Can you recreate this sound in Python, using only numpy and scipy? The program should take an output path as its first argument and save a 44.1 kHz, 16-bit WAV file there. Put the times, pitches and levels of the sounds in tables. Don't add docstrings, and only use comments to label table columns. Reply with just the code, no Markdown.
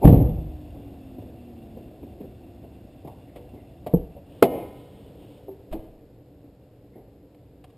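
import sys
import numpy as np
from scipy import signal
from scipy.io import wavfile
from scipy.ndimage import uniform_filter1d

SR = 44100
rng = np.random.default_rng(int(sys.argv[2]) if len(sys.argv) > 2 else 0)


def int16_out(signal):
    q = np.round(np.clip(np.atleast_2d(signal).T, -1, 1) * 32767)
    wavfile.write(sys.argv[1], SR, q.astype(np.int16))


N = 342657
TIME = np.arange(N) / SR
AGE = TIME[:2 * SR]

# start_s, level_db
DOOR_BLOWS = [(.046, 0), (.07, -.5), (.081, -2.5), (.124, -4.5), (.195, -17)]
# freq_hz, level_db
DOOR_COLOUR = [(24, -27), (40, 0.5), (146, -3.5), (204, -9), (277, -4.5), (355, -13), (394, -19.5),
               (547, -14), (659, -27.5), (716, -23.5), (1100, -45), (1670, -57), (2840, -55), (5500, -73),
               (7150, -102), (12100, -120)]
SEAL_COLOUR = [(59, -39.5), (100, -12), (389, 1), (840, 0.5), (1020, -18.5), (1350, -33), (1930, -52.5),
               (2100, -31.5), (2960, -43), (5000, -43.5), (6500, -84), (11000, -120)]
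# pitch_hz, level_db, t60_s
BODY_MODES = [(53.23, -19, 1.5), (75, -25, 1.6), (134.2, -20, 0.89), (276, -21.5, 0.65)]
HOOD_MODES = [(672, -4.5, .065), (430, -15, .09), (285, -17, .06), (1050, -12, .035), (1650, -27, .04),
              (135, -34, .4), (248, -30, .5), (323, -29, .6), (463, -36, .8), (506, -33, .55),
              (705, -35, .8), (1000, -46, 1.3), (1275, -55, 1.3), (1443, -60, 1.4), (1852, -57, 1.1),
              (2126, -52.5, 1.1), (2160, -55, 1.25), (2929, -49, .75), (2960, -57, .6)]
LATCH_MODES = [(32.2, -26, 0.32), (60, -25, .4), (170, -1, 0.07), (258.7, 0, 0.04), (288, -19.5, .12),
               (415.4, -28, 0.058), (470, -4, 0.065)]
# freq_hz, level_db
CATCH_COLOUR = [(35, -60), (60, -51), (139, -6.5), (208, -10), (238, 0), (422, 2), (619, -15.5), (681, -4),
                (873, -27), (1020, -24.5), (1330, -40), (2150, -18), (2360, -35.5), (2860, -30),
                (5800, -65.5), (7540, -78.5), (12800, -120)]
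LATCH_COLOUR = [(15, -29), (25, -6), (61, -9), (87, -16.5), (108, -5), (138, -9.5), (172, 5.5), (215, -7.5),
                (521, -3.5), (569, -15.5), (830, -27), (1130, -47), (5000, -74.5), (6500, -99),
                (11000, -120)]
TICK_COLOUR = [(500, -19), (1000, 1.5), (1500, -8.5), (2300, -3.5), (3300, -6), (5500, -18)]
# start_s, level_db, pitch_hz, t60_s, tick_db, rattle_db
HOOD_KNOCKS = [(3.072, -42.5, 894, 0.13, -12, 6.5), (3.357, -33.5, 488, 0.21, -16.5, -3.5),
               (3.863, -26.5, 608, .14, -18, 0), (4.164, -36, 559, 0.17, -38, -6),
               (5.481, -25.5, 386.7, 0.17, -50, -10), (5.712, -30.5, 35, 0.27, -23.5, 2),
               (5.724, -28, 622.6, 0.15, -15, -5), (5.737, -23, 326, 0.2, -42, -8),
               (7.345, -56, 700, .06, -6.5, -3), (7.64, -42.5, 617, 0.068, -7.5, -2),
               (7.7, -56, 610, .06, -6, -4)]
# start_s, level_db
HOOD_CREAKS = [(3.27, -64), (3.56, -64.5), (6.925, -67)]
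# freq_hz, gain_db
BAY_RESONANCES = [(25, -22), (45, -10), (52, 1), (66, -10), (112, -4), (175, -10), (212, -12), (232, 1),
                  (248, 0), (272, -3), (295, -7), (326, -2), (365, -1), (395, -9), (450, -19), (700, -20),
                  (900, -34)]
# start_s, level_db, centre_hz, t60_s
FOOTFALLS = [(0.744, -39.5, 300, .26), (1.182, -31, 145, .086), (1.767, -36.5, 293, .2),
             (2.029, -33.5, 215, 0.062), (2.203, -31, 260, 0.14), (2.636, -40.5, 250, 0.15),
             (3.045, -34, 149, 0.074), (3.535, -36, 120, .22), (6.436, -45, 214, 0.12),
             (6.953, -40, 269, .32)]
# freq_hz, level_db
STRUT_COLOUR = [(300, -9.5), (550, 8), (750, 7), (1000, 0), (1400, -30), (2300, -7.5), (2950, 2),
                (3600, -2), (4300, -12.5), (5500, -23.5)]
# freq_hz, level_db
BAY_RUSH_COLOUR = [(15, -37.5), (25, -14), (70, 2), (118, -1), (151, -7.5), (244, -6), (293, -9),
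                   (344, -7.5), (422, -24), (462, -15), (746, -12), (817, -24.5), (1290, -36),
                   (2730, -36.5), (5800, -43), (7540, -84), (12800, -120)]
BAY_HISS_COLOUR = [(2000, -35), (2550, -12), (2750, -2.5), (2950, -16), (3300, -18), (3550, -8.5),
                   (3900, -33)]
GARAGE_AIR_COLOUR = [(15, -50.5), (25, -19.5), (54, -5), (92, -7.5), (123, -4.5), (173, -10.5), (213, -9),
                     (239, -20), (286, -1), (328, -13), (484, -9), (681, -20.5), (1180, -37), (4120, -42.5),
                     (5800, -45.5), (7540, -86), (12800, -120)]
# pitch_hz, level_db
HUM_TONES = [(118.4, -60), (290.7, -65.5)]
# freq_hz, t60_s
GARAGE_DECAY = [(50, 0.86), (250, 0.57), (700, 0.66), (3000, 0.61), (5500, 0.51)]
CLIP_CEILINGS = [
    [1],
    [.95],
]

LATCH_AT_S, CATCH_AT_S = 3.9365, 4.4238
LIFT_AT_S, LIFT_S = 4.1, 1.7
HOOD_OPENING = np.clip((TIME - LIFT_AT_S) / LIFT_S, 0, 1)
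STRUT_ATTACK_S, STRUT_HOLD_S = .26, 1.02
START_TURNS_PER_S = 59


def door_slam(first_t60_s=.1, loosening=1.7, seal_swell_s=.041):
    lands = DOOR_BLOWS[0][0]
    blows = np.zeros(N)
    for start, db in DOOR_BLOWS:
        t60 = first_t60_s + loosening * (start - lands)
        blows += placed(start, gain_of(db) * rattle(DOOR_COLOUR, t60, rise=.00098))
    rub = envelope(lands - seal_swell_s, seal_swell_s, hold=0, t60=.052)
    seal = gain_of(-14.5) * rub * hiss(SEAL_COLOUR)
    trim = gain_of(-43) * rattle(TICK_COLOUR, t60=.55, rise=.0075)
    boom = ring(BODY_MODES, rise=.015)
    return garage_reverb(blows + seal, wet_db=-9, build_s=.044) + placed(lands, boom + trim)


def safety_catch(punch_hz=350, climb_hz_per_s=32000, punch_s=.0078):
    swell = np.sin(np.pi * np.minimum(AGE / punch_s, 1)) ** 2
    punch = gain_of(3.5) * swell * np.sin(2 * np.pi * (punch_hz + climb_hz_per_s * AGE / 2) * AGE)
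    crack = gain_of(-8.5) * rattle(CATCH_COLOUR, t60=.039, rise=.0025)
    tick = gain_of(-22.5) * rattle(TICK_COLOUR, t60=.087, rise=.0021)
    dull = hump(452, below=-8, above=-11)
    clunk = gain_of(-10.5) * rattle(dull, t60=.19, rise=.0042)
    snap = placed(CATCH_AT_S, crack + tick + clunk)
    walls = placed(CATCH_AT_S + .074, gain_of(-25) * rattle(dull, t60=.41, rise=.061))
    hood = placed(CATCH_AT_S, punch + ring(HOOD_MODES, rise=.0014))
    return garage_reverb(snap + walls, wet_db=-18.5, build_s=.12) + hood


def latch_release():
    thud = ring(LATCH_MODES, rise=.0053) + gain_of(-17.5) * rattle(LATCH_COLOUR, t60=.22, rise=.0013)
    push = gain_of(-27.5) * rattle(hump(700, below=-14, above=-6.5), t60=.05, rise=.0018)
    return garage_reverb(placed(LATCH_AT_S, thud + push), wet_db=-23.5, build_s=.04)


def hood_handling(scrape_share=.61, creak_hz=2110):
    out = np.zeros(N)
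    for start, db, hz, t60, tick_db, rattle_db in HOOD_KNOCKS:
        panel = ring([(hz, -3, t60)], rise=.0019)
        neighbours = gain_of(rattle_db) * rattle(hump(hz, below=-4, above=-7.5), t60, rise=.00043)
        scrape = gain_of(tick_db) * rattle(TICK_COLOUR, scrape_share * t60, rise=.003)
        out += placed(start, gain_of(db) * (panel + neighbours + scrape))
    creak_colour = [(creak_hz * .6, -28), (creak_hz, 0), (creak_hz * 1.2, -28)]
    for start, db in HOOD_CREAKS:
        out += placed(start, gain_of(db) * rattle(creak_colour, t60=.24, rise=.03))
    return garage_reverb(out, wet_db=-12.5, build_s=.046)


def rotor_speed(drag_s=4.92, friction_turns_per_s2=3.05):
    friction = friction_turns_per_s2 * drag_s
    return np.maximum((START_TURNS_PER_S + friction) * np.exp(-TIME / drag_s) - friction, 1)


def rotor_whine(blades=6, blade_boost_db=9, stall_turns_per_s=35):
    speed = rotor_speed()
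    turns = np.cumsum(speed) / SR
    level_db = -52 - 10 * np.log10(1 + (stall_turns_per_s / speed) ** 8)
    waver_times = np.arange(0, 8, .15)
    out = np.zeros(N)
    for order in range(1, 24):
        waver_db = 2.5 * np.interp(TIME, waver_times, rng.standard_normal(len(waver_times)))
        order_db = curve_at(BAY_RESONANCES, order * speed) + blade_boost_db * (order % blades == 0)
        tone = np.cos(2 * np.pi * (order * turns + rng.random()))
        out += gain_of(level_db + order_db + waver_db) * tone
    return out


def footsteps(sole_lag_s=.038):
    out = np.zeros(N)
    for start, db, hz, t60 in FOOTFALLS:
        heel = rattle(hump(hz, below=-13, above=-9), t60, rise=.0014)
        grit = gain_of(-31) * rattle(TICK_COLOUR, t60, rise=.018)
        sole = gain_of(-10) * rattle(hump(380, below=-10, above=-13), t60=.085, rise=.002)
        out += gain_of(db) * (placed(start, heel + grit) + placed(start + sole_lag_s, sole))
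    return garage_reverb(out, wet_db=-8.5, build_s=.03)


def gas_struts():
    judder_db = 1.8 * hiss([(1, 0), (6, -2), (30, -30), (120, -100)])
    travel = envelope(LIFT_AT_S, STRUT_ATTACK_S, STRUT_HOLD_S, t60=.7)
    return gain_of(-63.5 + judder_db) * travel * hiss(STRUT_COLOUR)


def bay_rush(db_per_turn_per_s=.11, escape_db=-11):
    speed_lost = START_TURNS_PER_S - rotor_speed()
    level_db = -44 - db_per_turn_per_s * speed_lost + escape_db * HOOD_OPENING
    flutter_db = 2.5 * hiss([(4, 0), (25, -3), (90, -40), (300, -100)])
    rush = hiss(BAY_RUSH_COLOUR)
    thin_hiss = gain_of(-25 + flutter_db) * hiss(BAY_HISS_COLOUR)
    return gain_of(level_db) * (rush + thin_hiss)


def garage_air(shield_db=-2):
    room = gain_of(-52.5 + shield_db * (1 - HOOD_OPENING))
    swing = gain_of(-47.5) * envelope(LIFT_AT_S, STRUT_ATTACK_S, STRUT_HOLD_S, t60=3.8)
    return np.hypot(room, swing) * hiss(GARAGE_AIR_COLOUR)


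def garage_hum():
    out = np.zeros(N)
    for hz, db in HUM_TONES:
        drift = hiss([(1, 2.5), (4, .5), (20, -63), (80, -100)])
        out += gain_of(db) * np.sqrt(2) * np.sin(2 * np.pi * hz * TIME + drift)
    return out


def garage_reverb(x, wet_db, build_s):
    hz, t, noise = signal.stft(rng.standard_normal(len(AGE)), SR, nperseg=512)
    decay = np.exp(-np.log(1000) * t / curve_at(GARAGE_DECAY, hz)[:, None])
    tail = signal.istft(noise * decay, SR, nperseg=512)[1][:len(AGE)]
    tail *= 1 - np.exp(-(AGE / build_s) ** 2)
    return x + gain_of(wet_db) * signal.fftconvolve(x, tail / np.linalg.norm(tail))[:N]


def rattle(spectrum, t60, rise):
    reflections = rng.choice([-1., 1.], len(AGE)) * fade(t60) * (1 - np.exp(-AGE / rise))
    blow = coloured(reflections, spectrum)
    peak_power = uniform_filter1d(blow ** 2, size=441).max()
    return blow / np.sqrt(2 * peak_power + 1e-20)


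def ring(modes, rise):
    tones = sum(gain_of(db) * fade(t60) * np.sin(2 * np.pi * hz * AGE) for hz, db, t60 in modes)
    return tones * (1 - np.exp(-AGE / rise))


def hiss(spectrum):
    noise = coloured(rng.standard_normal(N), spectrum)
    return noise / np.sqrt(np.mean(noise ** 2) + 1e-20)


def hump(centre_hz, below, above, shell_hz=820):
    hz = np.geomspace(20, 6000, num=50)
    octaves = np.log2(hz / centre_hz)
    shell_db = -10 * np.log10(1 + (hz / shell_hz) ** 12)
    return np.transpose([hz, np.where(octaves < 0, -below, above) * octaves + shell_db])


def coloured(x, spectrum, size=8192):
    curve_db = curve_at(spectrum, abs(np.fft.fftfreq(size, 1 / SR)))
    log_gain = np.log(gain_of(np.maximum(curve_db, -100)))
    taps = np.fft.ifft(np.exp(np.conj(signal.hilbert(log_gain)))).real[:size // 2]
    return signal.fftconvolve(x, taps)[:len(x)]


def curve_at(points, hz):
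    freqs, values = np.transpose(points)
    return np.interp(np.log(hz + 1), np.log(freqs + 1), values)


def envelope(start, attack, hold, t60):
    age = TIME - start
    release = np.exp(-np.log(1000) * np.maximum(age - attack - hold, 0) / t60)
    return np.clip(age / attack, 0, 1) ** 2 * release


def fade(t60):
    return np.exp(-np.log(1000) * AGE / t60)


def placed(start_s, sound):
    return np.pad(sound, (max(round(start_s * SR), 0), N))[:N]


def gain_of(db):
    return 10 ** (np.asarray(db) / 20)


def scene():
    middle = door_slam() + rotor_whine() + footsteps() + hood_handling() + latch_release()
    middle += safety_catch() + bay_rush() + garage_air() + garage_hum() + gas_struts()
    side = gain_of(-75.5) * hiss([(50, 2), (500, -6), (1500, -2), (5000, -1.5)])
    return np.array([middle + side, middle - side])


def record(dry, hold_hz=12000, top_hz=15500):
    ceiling = np.array(CLIP_CEILINGS)
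    clipped = np.clip(signal.resample_poly(dry, hold_hz, SR, axis=1), -ceiling, ceiling)
    smoothed = signal.oaconvolve(clipped, signal.firwin(63, 5700, fs=hold_hz)[None], "same")
    held = signal.resample_poly(np.repeat(smoothed, 8, axis=1), SR, 8 * hold_hz, axis=1)[:, :N]
    low_pass = signal.firwin(255, top_hz, window=("kaiser", 8), fs=SR)
    return signal.oaconvolve(np.clip(held, -1, 1), low_pass[None], "same")


dry = scene()
out = record(dry)
int16_out(out)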